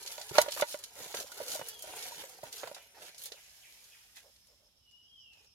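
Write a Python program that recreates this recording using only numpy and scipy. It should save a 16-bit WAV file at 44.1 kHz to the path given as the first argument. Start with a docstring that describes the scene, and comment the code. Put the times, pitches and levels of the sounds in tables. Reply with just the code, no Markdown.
"""Wet mussel shells grind and click close to the microphones, over still air and steady insect buzz.
A man gropes for them in a metal pot standing to the right; most knocks make its bottom boom, short and hollow.
Birds whistle and chirp from the trees behind. Lifted out, the shells slide softly in the palms.
Grinding is random stick-slip noise, pot and birds are sine tones, air and insects are coloured noise."""
import sys
import numpy as np
from scipy import signal
from scipy.fft import rfft, irfft
from scipy.io import wavfile
from scipy.ndimage import uniform_filter1d

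SR = 44100
rng = np.random.default_rng(int(sys.argv[2]) if len(sys.argv) > 2 else 0)


def generate_wav(sig):
    """Save sig (samples, or channels by samples) to the path in sys.argv[1] as 16-bit PCM at SR."""
    pcm = np.round(np.clip(np.atleast_2d(sig).T, -1, 1) * 32767).astype(np.int16)
    wavfile.write(sys.argv[1], SR, pcm)


N = 244314
TIME = np.arange(N) / SR
AGE = np.arange(SR // 4) / SR   # seconds since a contact

# Levels in these tables come ahead of each layer's trim; spectra are relative.
# two microphones, likeness of left and right: f/Hz, correlation (-1 to 1)
MIC_LIKENESS = [(60, 0.86), (290, 0.65), (640, 0.85), (1400, 0.36), (3100, -0.2), (7000, -0.02), (15000, 0)]
# two microphones, balance: f/Hz, left minus right level/dB
MIC_BALANCE = [(60, -5), (200, -2.5), (380, -1.5), (700, -5.5), (1300, -3), (2400, -2.5), (4400, -4.5),
               (8100, 1.7), (15000, -0.5)]
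CUTOFF_HZ = 15800

# the air of the place, spectrum: f/Hz, level/dB per Hz
AIR_SPECTRUM = [(25, -10), (55, 4.5), (110, -2.5), (220, -8.5), (500, -16.5), (1000, -16), (2000, -22.5),
                (3200, -7.5), (5000, -15), (8000, -20.5), (12500, -17.5), (15500, -31.5)]
# insect buzz, spectrum: f/Hz, level/dB per Hz
INSECT_SPECTRUM = [(3500, -52), (4700, -14.5), (5150, 4.0), (5450, 0.5), (5900, -7.5), (7500, -36.0)]
# moments when the buzz swells briefly: t/s
INSECT_SWELL_TIMES = [5.06, 5.2]
AIR_DB, INSECTS_DB = -72.5, -72.5
SWELL_S, SWELL_DB = .03, 6

# hand pressure between shoves, as grinding: t/s, level/dB
HAND_PRESSURE = [(0, -51), (0.5, -50), (0.78, -54.5), (0.92, -58.5), (1.02, -46), (1.3, -53.5),
                 (1.45, -45.5), (1.8, -55), (2.1, -47), (2.42, -58.5), (2.76, -56.5), (2.9, -64.5),
                 (3.4, -59), (3.85, -58.5), (4.25, -65.5), (4.55, -72), (4.76, -81), (5.54, -87)]
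# shoves through the heap: start t/s, length t/s, grinding level/dB,
# edge rasp level/dB and hollow drag level/dB (both relative to that grinding)
SHOVES_THROUGH_HEAP = [(0.074, 0.067, -46.5, -1, -31), (0.165, 0.051, -54, -10, 0),
                       (0.331, 0.088, -36, 0.5, -3), (0.497, 0.053, -39, -24, -23),
                       (0.559, 0.04, -36, -8.5, -12), (0.658, 0.076, -41.5, -25, -21),
                       (0.953, 0.056, -50.5, -3, -2.5), (1.132, 0.079, -42.5, -3, -4.5),
                       (1.355, 0.071, -58.5, 0, 7.5), (1.46, 0.097, -38, -21, -12),
                       (1.642, 0.054, -47, -2, -11), (1.826, 0.16, -51, 0.5, -3),
                       (1.956, 0.12, -46, 0.5, -31), (2.164, 0.056, -47, 3.5, -8),
                       (2.295, 0.045, -62.5, 0, 3), (2.435, 0.04, -52.5, 5, 1),
                       (2.51, 0.098, -46.5, -2.5, -13), (2.605, 0.076, -52, 1, 3),
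                       (2.746, 0.038, -60, 9, 3), (2.935, 0.095, -60.5, 3.5, 4),
                       (2.991, 0.094, -51.5, 0, -7.5), (3.173, 0.097, -47, -14, -24),
                       (4.147, 0.036, -52.5, 5, -20), (5.309, 0.15, -70.5, 0.5, -5.5)]
SHOVE_ATTACK_S, SHOVE_RELEASE_S = 0.025, 0.02   # time constants
LIGHT_RASP_DB = -3.5   # under the light touch, relative to the grinding
IN_POT_DRAG_DB, IN_PALM_DRAG_DB, LIFT_S = -8, -17.5, 3.4   # drag likewise, before and after the lift
# wet sliding, takes over once the shells lie on skin: t/s, smooth share of the grinding (0 to 1)
SLIDING_SHARE = [(3.3, .4), (3.4, 0.77), (4.2, 0.92), (4.4, 0.64)]
# shell on shell, spectrum: f/Hz, level/dB per Hz
GRIND_SPECTRUM = [(700, -25.5), (1500, -15.5), (2400, -5), (3300, 1), (4400, 2), (6800, 4.5), (7900, -0.5),
                  (11000, 3), (13000, 1.5), (15500, -10.5)]
# rasping shell edges, spectrum: f/Hz, level/dB per Hz
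RASP_SPECTRUM = [(400, -31.5), (900, -8), (1200, -10.5), (1430, -6.5), (1650, -1), (2000, 0.5), (2600, 0),
                 (3600, -1), (7000, -26.5)]
# shells dragged over the pot bottom, spectrum: f/Hz, level/dB per Hz
DRAG_SPECTRUM = [(30, -30.5), (70, -15.5), (110, -13.5), (280, -23), (440, -1), (600, -3.5), (740, -2.5),
                 (820, -6.5), (940, -1.5), (1080, -17.5), (1430, -5.5), (2200, -20.5), (5000, -43)]
STROKE_S = .06   # time a rubbing shell stays on one contact spot
# resonances of the hard valves: f/Hz, width f/Hz, level/dB
SHELL_RESONANCES = [(3020, 46, 3.5), (3566, 24, 4.5), (4049, 16, 7.5), (4278, 50, 0.5), (4642, 25, 1),
                    (4830, 53, -3), (6000, 80, -3.5), (6418, 17.08, -0.5), (6630, 25, -4.5),
                    (6920, 83.7, 0)]
# shell clicks on shell: t/s, level/dB, brightness/dB per octave
SHELL_CLICKS = [(0.0278, -44, 5), (0.0614, -41, 0), (0.0736, -38, -0.5), (0.1203, -41.5, 11),
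                (0.1789, -45, -3), (0.2134, -41.5, -1), (0.292, -42.5, 2), (0.3545, -36, -24),
                (0.3819, -19, -2), (0.415, -22, 11), (0.4845, -38.5, -16), (0.52, -35, -1.5),
                (0.6099, -29, 4), (0.621, -32, -24), (0.7886, -46.5, 10), (0.8372, -38.5, 3),
                (1.1457, -36, 5), (1.169, -38, -3), (1.1995, -37, 1), (1.317, -45, 5), (1.3737, -45, 6),
                (1.5166, -36, 1), (1.5494, -39, 20), (1.6847, -34, 20), (1.7904, -46.5, 14),
                (1.822, -38, 15), (1.963, -45, 17), (2.0247, -40.5, -1), (2.2933, -49, 13),
                (2.4352, -46, 13), (2.5264, -41.5, 2.5), (2.6723, -48, -12), (2.746, -44.5, -1),
                (3.145, -53, -0.5), (3.1803, -47, 8.5), (3.237, -39.5, 20.5), (3.2561, -39.5, 11),
                (3.3195, -43, -4.5), (3.841, -56, 3), (4.158, -53.5, 9.5), (4.169, -53, -5),
                (4.3606, -62.5, -0.5), (4.469, -62, 8.5), (4.9106, -65.5, 2), (5.3318, -63, -4),
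                (5.4444, -66.5, -2.5)]
# a click, spectrum: f/Hz, level/dB per Hz
CLICK_SPECTRUM = [(80, -46.5), (300, -27.5), (1200, -12), (2500, -1), (4200, 4.5), (6700, 3), (8000, -2),
                  (11000, -0.5), (15500, -17.5)]
# light contacts chatter on, hard ones rebound cleanly: level/dB, t60/s
CLICK_CHATTER = [(-40, 0.079), (-20.5, .037)]
TICKS_PER_S, TICK_T60_S = 33, 0.019
TICK_DB, TICK_SPREAD_DB = 0, 2   # relative to the grinding gain

# shell knocks on the pot: t/s, level/dB, clank level/dB and thump level/dB (both relative),
# main tone f/Hz (bottom boom, or at 1.318 s a tap high on the wall)
POT_KNOCKS = [(0.18, -39, -5, -36, 610), (0.31, -33.5, -22, 7.5, 373), (0.356, -34, -2.5, -32, 597),
              (0.383, -7.5, -8.5, -50, 603), (0.443, -45, -4, -30, 463), (0.461, -36, -7, -24, 582),
              (0.481, -26.5, -40, -27, 582), (0.564, -37, -8, -32, 577), (0.574, -40.5, 3.5, -32, 1230),
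              (0.597, -35, 1.5, -31, 1140), (0.622, -16.5, -10, -22.5, 590), (0.627, -30, -4, -28, 888),
              (0.743, -28.5, -13, -44, 593), (1.003, -42, -11, 3.5, 496), (1.058, -42, -19, -5, 450),
              (1.142, -34.5, -0.5, -10, 463), (1.186, -61, -2, -8, 484), (1.242, -40.5, -29, -8.5, 550),
              (1.318, -43.5, -11, -28, 1440), (1.402, -30, -19, -39, 620), (1.412, -32.5, -26, -12, 512),
              (1.553, -32.5, -21, -33, 620), (1.593, -35, -9, -3, 572), (1.613, -36, -2, -7, 527),
              (1.84, -39, -25, -15, 620), (1.874, -42.5, -12, -33, 610), (1.937, -47, 1.5, -37, 720),
              (1.965, -46, -1.5, -33, 450), (2.056, -46.5, -4, -27, 760), (2.121, -42.5, -12, -32, 925),
              (2.237, -41.5, -5, -30, 545), (2.386, -48, -12, -19, 760), (2.432, -34, -16.5, -6.5, 618),
              (2.437, -42, -14, -9, 934), (2.633, -33.5, -2, -12, 585), (2.638, -41.5, -5, -16, 480),
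              (2.673, -47.5, 3.5, -3, 990), (2.713, -36.5, -14.5, -17, 582), (2.764, -49, 1.5, -36, 714),
              (2.968, -49.5, -17, -23.5, 794), (3.318, -45.5, -8.5, -15, 435)]
# ringing modes of the undamped pot wall: f/Hz, level/dB, t60/s
POT_WALL_MODES = [(367.3, -36.5, 0.051), (454, -26.5, 0.16), (506, -29.5, 0.071), (559, -21, 0.11),
                  (680, -17.5, 0.057), (748.4, -28, .06), (905, -30, 0.051), (948, -10.5, 0.22),
                  (1160, -26, 0.22), (1385, -27, .06), (1446, -16, 0.14), (1700, -26.5, 0.1),
                  (1924, -24.5, 0.2), (2003, -19.5, 0.21), (2368, -32, 0.084), (2824, -25.5, 0.11),
                  (3550, -26.5, .1), (4190, -24.5, .08), (4630, -26.5, 0.07)]
# dense upper modes of the pot, spectrum: f/Hz, level/dB per Hz
CLANK_SPECTRUM = [(60, -49), (200, -20), (700, 13), (1400, 5.5), (2100, 7.5), (3200, -2.5), (5000, -10.5),
                  (9000, -25.5), (15000, -45.5)]
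# thump of the pot's support, spectrum: f/Hz, level/dB per Hz
THUMP_SPECTRUM = [(30, -27), (70, -13.5), (110, 6.5), (200, 2), (280, -4.5), (380, -2), (600, -6.5),
                  (2000, -34)]
# a shell that stays pressed on thumps the support and damps the main tone:
# thump relative level/dB, main tone t60/s
PRESSED_DAMPING = [(-29, 0.04), (-4, 0.023)]
CLANK_T60_S, REBOUND_S, REBOUND_DB = .035, .0035, -3.5   # rocking onto the other valve tops up the clank
FREE_TONE_T60_S = 0.06   # with nothing resting on the bottom
RING_GROWS_PER_DB, USUAL_KNOCK_DB = 0.0016, -29   # harder knocks ring a little longer

# drawn-out bird whistles, one list each: t/s, f/Hz, level/dB
BIRD_WHISTLES = [
    [(1.46, 2960, -60), (1.56, 3007, -64), (1.63, 2927, -54), (1.66, 2960, -79)],
    [(1.68, 3400, -73), (1.74, 3350, -56.5), (1.81, 3180, -61), (1.87, 2950, -71), (1.95, 2750, -57)],
    [(4.81, 3000, -79.5), (4.85, 2940, -75.5), (4.875, 2888, -63), (4.96, 2912, -62), (5.02, 2975, -68),
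     (5.06, 2950, -76)],
    [(5.05, 3166, -73), (5.14, 3260, -60), (5.2, 3030, -60.5), (5.26, 2785, -61), (5.33, 2624, -69),
     (5.43, 2390, -79.5)],
]
# falling chirps of a bird at greater distance: t/s, level/dB
FAR_CHIRPS = [(2.779, -62.5), (3.06, -61.5), (3.345, -61), (3.619, -59.5), (3.906, -61.5)]

# shells rolling in the palms: centre t/s, level/dB, swell half-width t/s
PALM_BUMPS = [(3.337, -60, 0.022), (4.263, -64.5, 0.039), (4.517, -69.5, 0.036), (4.637, -73.5, 0.048),
              (4.78, -79, 0.019)]
# the hollow of those bumps, spectrum: f/Hz, level/dB per Hz
HOLLOW_SPECTRUM = [(150, -23), (330, -19), (480, -1), (600, 1.5), (740, -12), (1000, -12.5), (2500, -27)]


def from_db(db):
    """Decibels to amplitude gain."""
    return 10 ** (np.asarray(db) / 20)


def rms_one(x):
    """Scale to unit power."""
    return x / np.sqrt(np.mean(x ** 2) + 1e-20)


def in_time(rows):
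    """Each column of a curve at every sample."""
    s, *columns = np.transpose(rows)
    return [np.interp(TIME, s, column) for column in columns]


def at_hz(points, hz):
    """Read a spectrum on a log-frequency axis."""
    point_hz, values = np.array(points).T
    return np.interp(np.log(hz + 1), np.log(point_hz), values)


def add(out, s, sound):
    """Mix a sound in at time s, channel by channel."""
    i = max(round(s * SR), 0)
    out[:, i:i + sound.shape[1]] += sound[:, :N - i]


def dying(t60):
    """Exponential decay after a contact, by 60 dB in t60 seconds (3 ms at least)."""
    return from_db(-60 * AGE / max(t60, .003))


def drift(rate):
    """Smooth chance with a spread of one, drawing a new value rate times a second."""
    knots = rng.standard_normal(4000)
    return rms_one(np.interp(TIME * rate, np.arange(len(knots)), knots))


def noise(spectrum, size, tilt_db=0):
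    """Coloured noise as the two microphones hear it, tilted above about 2 kHz; rms 1."""
    hz = np.fft.rfftfreq(size, 1 / SR)
    mid, side = rfft(rng.standard_normal((2, size)))
    alike = np.clip(at_hz(MIC_LIKENESS, hz), -1, 1)
    ears = np.array([[1], [-1]])   # left, right
    tilt = tilt_db * np.log2(hz / SR + 1 / 20)
    colour_db = at_hz(spectrum, hz) + tilt + ears * at_hz(MIC_BALANCE, hz) / 2
    stereo = np.sqrt(1 + alike) * mid + ears * np.sqrt(1 - alike) * side
    return rms_one(irfft(stereo * from_db(colour_db), size))


def background():
    """Still air around the microphones and a narrow band of flickering insect buzz."""
    buzz = noise(INSECT_SPECTRUM, N)
    swells = sum(np.exp(-((TIME - s) / SWELL_S) ** 2) for s in INSECT_SWELL_TIMES)
    buzz_db = INSECTS_DB + SWELL_DB * swells + 2.9 * drift(40)
    return from_db(AIR_DB) * noise(AIR_SPECTRUM, N) + from_db(buzz_db) * buzz


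def effort():
    """Gains of grinding, rasping and dragging: a light touch, plus shoves that swell, hold and let go."""
    drag_db = np.where(TIME < LIFT_S, IN_POT_DRAG_DB, IN_PALM_DRAG_DB)
    touch_db, = in_time(HAND_PRESSURE)
    power = from_db([touch_db, touch_db + LIGHT_RASP_DB, touch_db + drag_db]) ** 2
    for s, length, db, rasp_db, hollow_db in SHOVES_THROUGH_HEAP:
        swell = 1 - np.exp(-AGE / SHOVE_ATTACK_S)
        release = np.exp(-np.maximum(AGE - length, 0) / SHOVE_RELEASE_S)
        gains = from_db([db, db + rasp_db, db + hollow_db])
        add(power, s, np.outer(gains, swell * release) ** 2)
    return np.sqrt(power)


def friction(spectrum, per_s, spread_db, t60, clump_db, clump_rate, stroke_s):
    """Ridges catch and slip at random; every stroke finds a new contact spot with a ring of its own."""
    slips = (rng.random(N) < per_s / SR) * rng.choice([-1, 1], N)
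    strength_db = spread_db * np.minimum(rng.exponential(1, N), 4)
    slips = slips * from_db(strength_db + clump_db * drift(clump_rate))
    out, stroke, ring = np.zeros((2, N)), round(stroke_s * SR), SR // 12
    for i in range(0, N, stroke):
        spot = noise(spectrum, ring) * dying(t60)[:ring]
        add(out, i / SR, signal.fftconvolve([slips[i:i + stroke]], spot, axes=1))
    # the hand's pressure, not chance, sets how loud a stroke is
    power = uniform_filter1d(np.mean(out ** 2, axis=0), size=stroke)
    return out / np.sqrt(power + 1e-9)


def clicks():
    """Shell edges snap past each other and chatter briefly."""
    out = np.zeros((2, N))
    for s, db, tilt_db in SHELL_CLICKS:
        t60 = np.interp(db, *np.transpose(CLICK_CHATTER))
        decay = dying(t60) + from_db(-2) * dying(.015)
        onset = 1 - dying(.006)
        add(out, s, from_db(db) * decay * onset * noise(CLICK_SPECTRUM, len(AGE), tilt_db))
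    return out


def ticks(grind_gain):
    """Small shells tick against their neighbours at random, as loud as the heap is being worked."""
    out, ring = np.zeros((2, N)), SR // 24
    for i in np.flatnonzero(rng.random(N) < TICKS_PER_S / SR):
        strength = grind_gain[i] * from_db(TICK_DB + TICK_SPREAD_DB * rng.standard_normal())
        add(out, i / SR, strength * noise(CLICK_SPECTRUM, ring) * dying(TICK_T60_S)[:ring])
    return out


def shell_ring(x):
    """The hard valves colour gritty grinding, clicks and ticks with their narrow resonances."""
    ringing = 0
    for hz, width, db in SHELL_RESONANCES:
        b, a = signal.iirpeak(hz, hz / width, fs=SR)
        ringing = ringing + from_db(db) * signal.lfilter(b, a, x)
    return x + ringing


def handling():
    """Wet shells grind, slide and click (bright), rasp with their edges and drag on the bottom (hollow)."""
    grind_gain, rasp_gain, drag_gain = effort()
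    smooth = np.clip(in_time(SLIDING_SHARE)[0], 0, 1)
    grind = friction(GRIND_SPECTRUM, per_s=2200, spread_db=3.9, t60=.01,
                     clump_db=1.5, clump_rate=110, stroke_s=STROKE_S)
    rasp = friction(RASP_SPECTRUM, per_s=1200, spread_db=2.8, t60=.032,
                    clump_db=1.2, clump_rate=80, stroke_s=STROKE_S)
    drag = friction(DRAG_SPECTRUM, per_s=600, spread_db=2.3, t60=.06,
                    clump_db=1.5, clump_rate=60, stroke_s=STROKE_S)
    sliding = np.sqrt(smooth) * from_db(-1) * grind_gain * noise(GRIND_SPECTRUM, N)
    grinding = np.sqrt(1 - smooth) * from_db(-1.0) * grind_gain * grind
    gritty = shell_ring(grinding + clicks() + ticks(grind_gain))
    return gritty + sliding + from_db(-5.5) * rasp_gain * rasp + from_db(-0.1) * drag_gain * drag


def main_tone(hz, t60, swell_s):
    """The struck metal swells over a few cycles as the shell presses in, and is quickly damped."""
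    shape = dying(t60) * (1 - np.exp(-AGE / swell_s))
    return shape / shape.max() * np.sin(2 * np.pi * hz * AGE)


def pot_ring(clank_db, freedom, vary_db, hardness):
    """A harder blow on the wall reaches the higher modes; a shell that stays pressed on damps them."""
    hz, level_db, t60 = np.transpose(POT_WALL_MODES)
    upper = np.clip(np.log2(hz / 600), 0, 1)   # 0 up to 600 Hz, 1 from 1200 Hz
    chance_db = vary_db * rng.standard_normal(len(hz))
    level_db = level_db + chance_db + hardness * min(clank_db + 10, 3) * upper
    # high modes reach the microphones out of step
    phases = np.multiply.outer(upper * (-1) ** np.arange(len(hz)), [[.8], [-.8]])
    out = 0
    for f, db, t, phase in zip(hz, level_db, t60, phases):
        out = out + from_db(db) * dying(t * freedom) * np.sin(2 * np.pi * f * AGE + phase)
    return out


def from_the_pot(x, pan_db, lag_ms):
    """The pot stands to the right: the left microphone hears it later and softer."""
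    left = np.interp(AGE - lag_ms / 1000, AGE, x[0])
    return np.array([from_db(pan_db / 2) * left, from_db(-pan_db / 2) * x[1]])


def knocks():
    """Each knock is a main tone, the wall's ring, a clank of dense upper modes and a thump of the support."""
    out = np.zeros((2, N))
    no_bass = signal.butter(3, 300, "high", fs=SR, output="sos")   # a small pot radiates little bass
    no_rumble = signal.butter(2, 130, "high", fs=SR, output="sos")
    bouncing = dying(CLANK_T60_S) * (1 + from_db(REBOUND_DB) * (AGE > REBOUND_S))
    for s, db, clank_db, thump_db, hz in POT_KNOCKS:
        t60 = np.interp(thump_db, *np.transpose(PRESSED_DAMPING))
        t60 = t60 * np.exp(RING_GROWS_PER_DB * (db - USUAL_KNOCK_DB))
        freedom = min(t60 / FREE_TONE_T60_S, 1) ** 1.57   # what damps the main tone damps the wall still more
        body = from_db(-3.0) * main_tone(hz, t60, swell_s=.003)
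        ring = from_db(-2.0) * pot_ring(clank_db, freedom, vary_db=3.76, hardness=0.349)
        tone = from_the_pot(signal.sosfilt(no_bass, body + ring), pan_db=-4.5, lag_ms=0.12)
        clank = signal.sosfilt(no_rumble, noise(CLANK_SPECTRUM, len(AGE)) * bouncing)
        thump = noise(THUMP_SPECTRUM, len(AGE)) * dying(0.042) * (1 - dying(0.031))
        knock = tone + from_db(clank_db) * clank + from_db(thump_db - 3.5) * thump
        add(out, s, from_db(db) * knock)
    return out


def woods(x, t60, wet_db):
    """Trunks and leaves scatter a far sound into a soft tail."""
    tail = rng.standard_normal((2, SR)) * from_db(-60 * TIME[:SR] / t60)
    tail = rms_one(tail) / np.sqrt(SR)
    return x + from_db(wet_db) * signal.oaconvolve([x], tail, axes=1)[:, :N]


def birds():
    """Pure two-part whistles, and a row of quick falling chirps from deeper in the trees."""
    whistle, chirp = np.zeros(N), np.zeros(N)
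    for rows in BIRD_WHISTLES:
        hz, db = in_time(rows)
        inside = (TIME > rows[0][0]) & (TIME < rows[-1][0])
        sounding = uniform_filter1d(1. * inside, size=1500)   # soft edges
        wavering_hz = hz * (1 + 0.0082 * drift(250))
        whistle += sounding * from_db(db) * np.sin(2 * np.pi * np.cumsum(wavering_hz) / SR)
    for s, db in FAR_CHIRPS:
        progress = np.clip((TIME - s) / 0.058, 0, 1)
        hz = 3100 - 1200 * progress + 300 * drift(700)
        shape = np.sqrt(np.abs(np.sin(np.pi * progress)))
        chirp += from_db(db) * shape * np.sin(2 * np.pi * np.cumsum(hz) / SR)
    near = from_db(-0.5) * woods(whistle, t60=0.67, wet_db=4.5)
    far = from_db(1) * woods(chirp, t60=0.77, wet_db=4)
    return near + far


def bumps():
    """Cushioned by the hand, a rolling shell gives a dull swell with no click."""
    swell = sum(from_db(db) * np.exp(-((TIME - s) / length) ** 2) for s, db, length in PALM_BUMPS)
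    return swell * noise(HOLLOW_SPECTRUM, N)


def scene():
    """The pot and the hands close to the microphones, the woods behind."""
    return background() + handling() + knocks() + birds() + bumps()


def record(dry):
    """The deepest bass is rolled off and the top is cut steeply."""
    thinned = signal.sosfilt(signal.butter(2, 32, "high", fs=SR, output="sos"), dry)
    return signal.sosfilt(signal.ellip(10, .1, 90, CUTOFF_HZ, fs=SR, output="sos"), thinned)


dry = scene()
out = record(dry)
generate_wav(out)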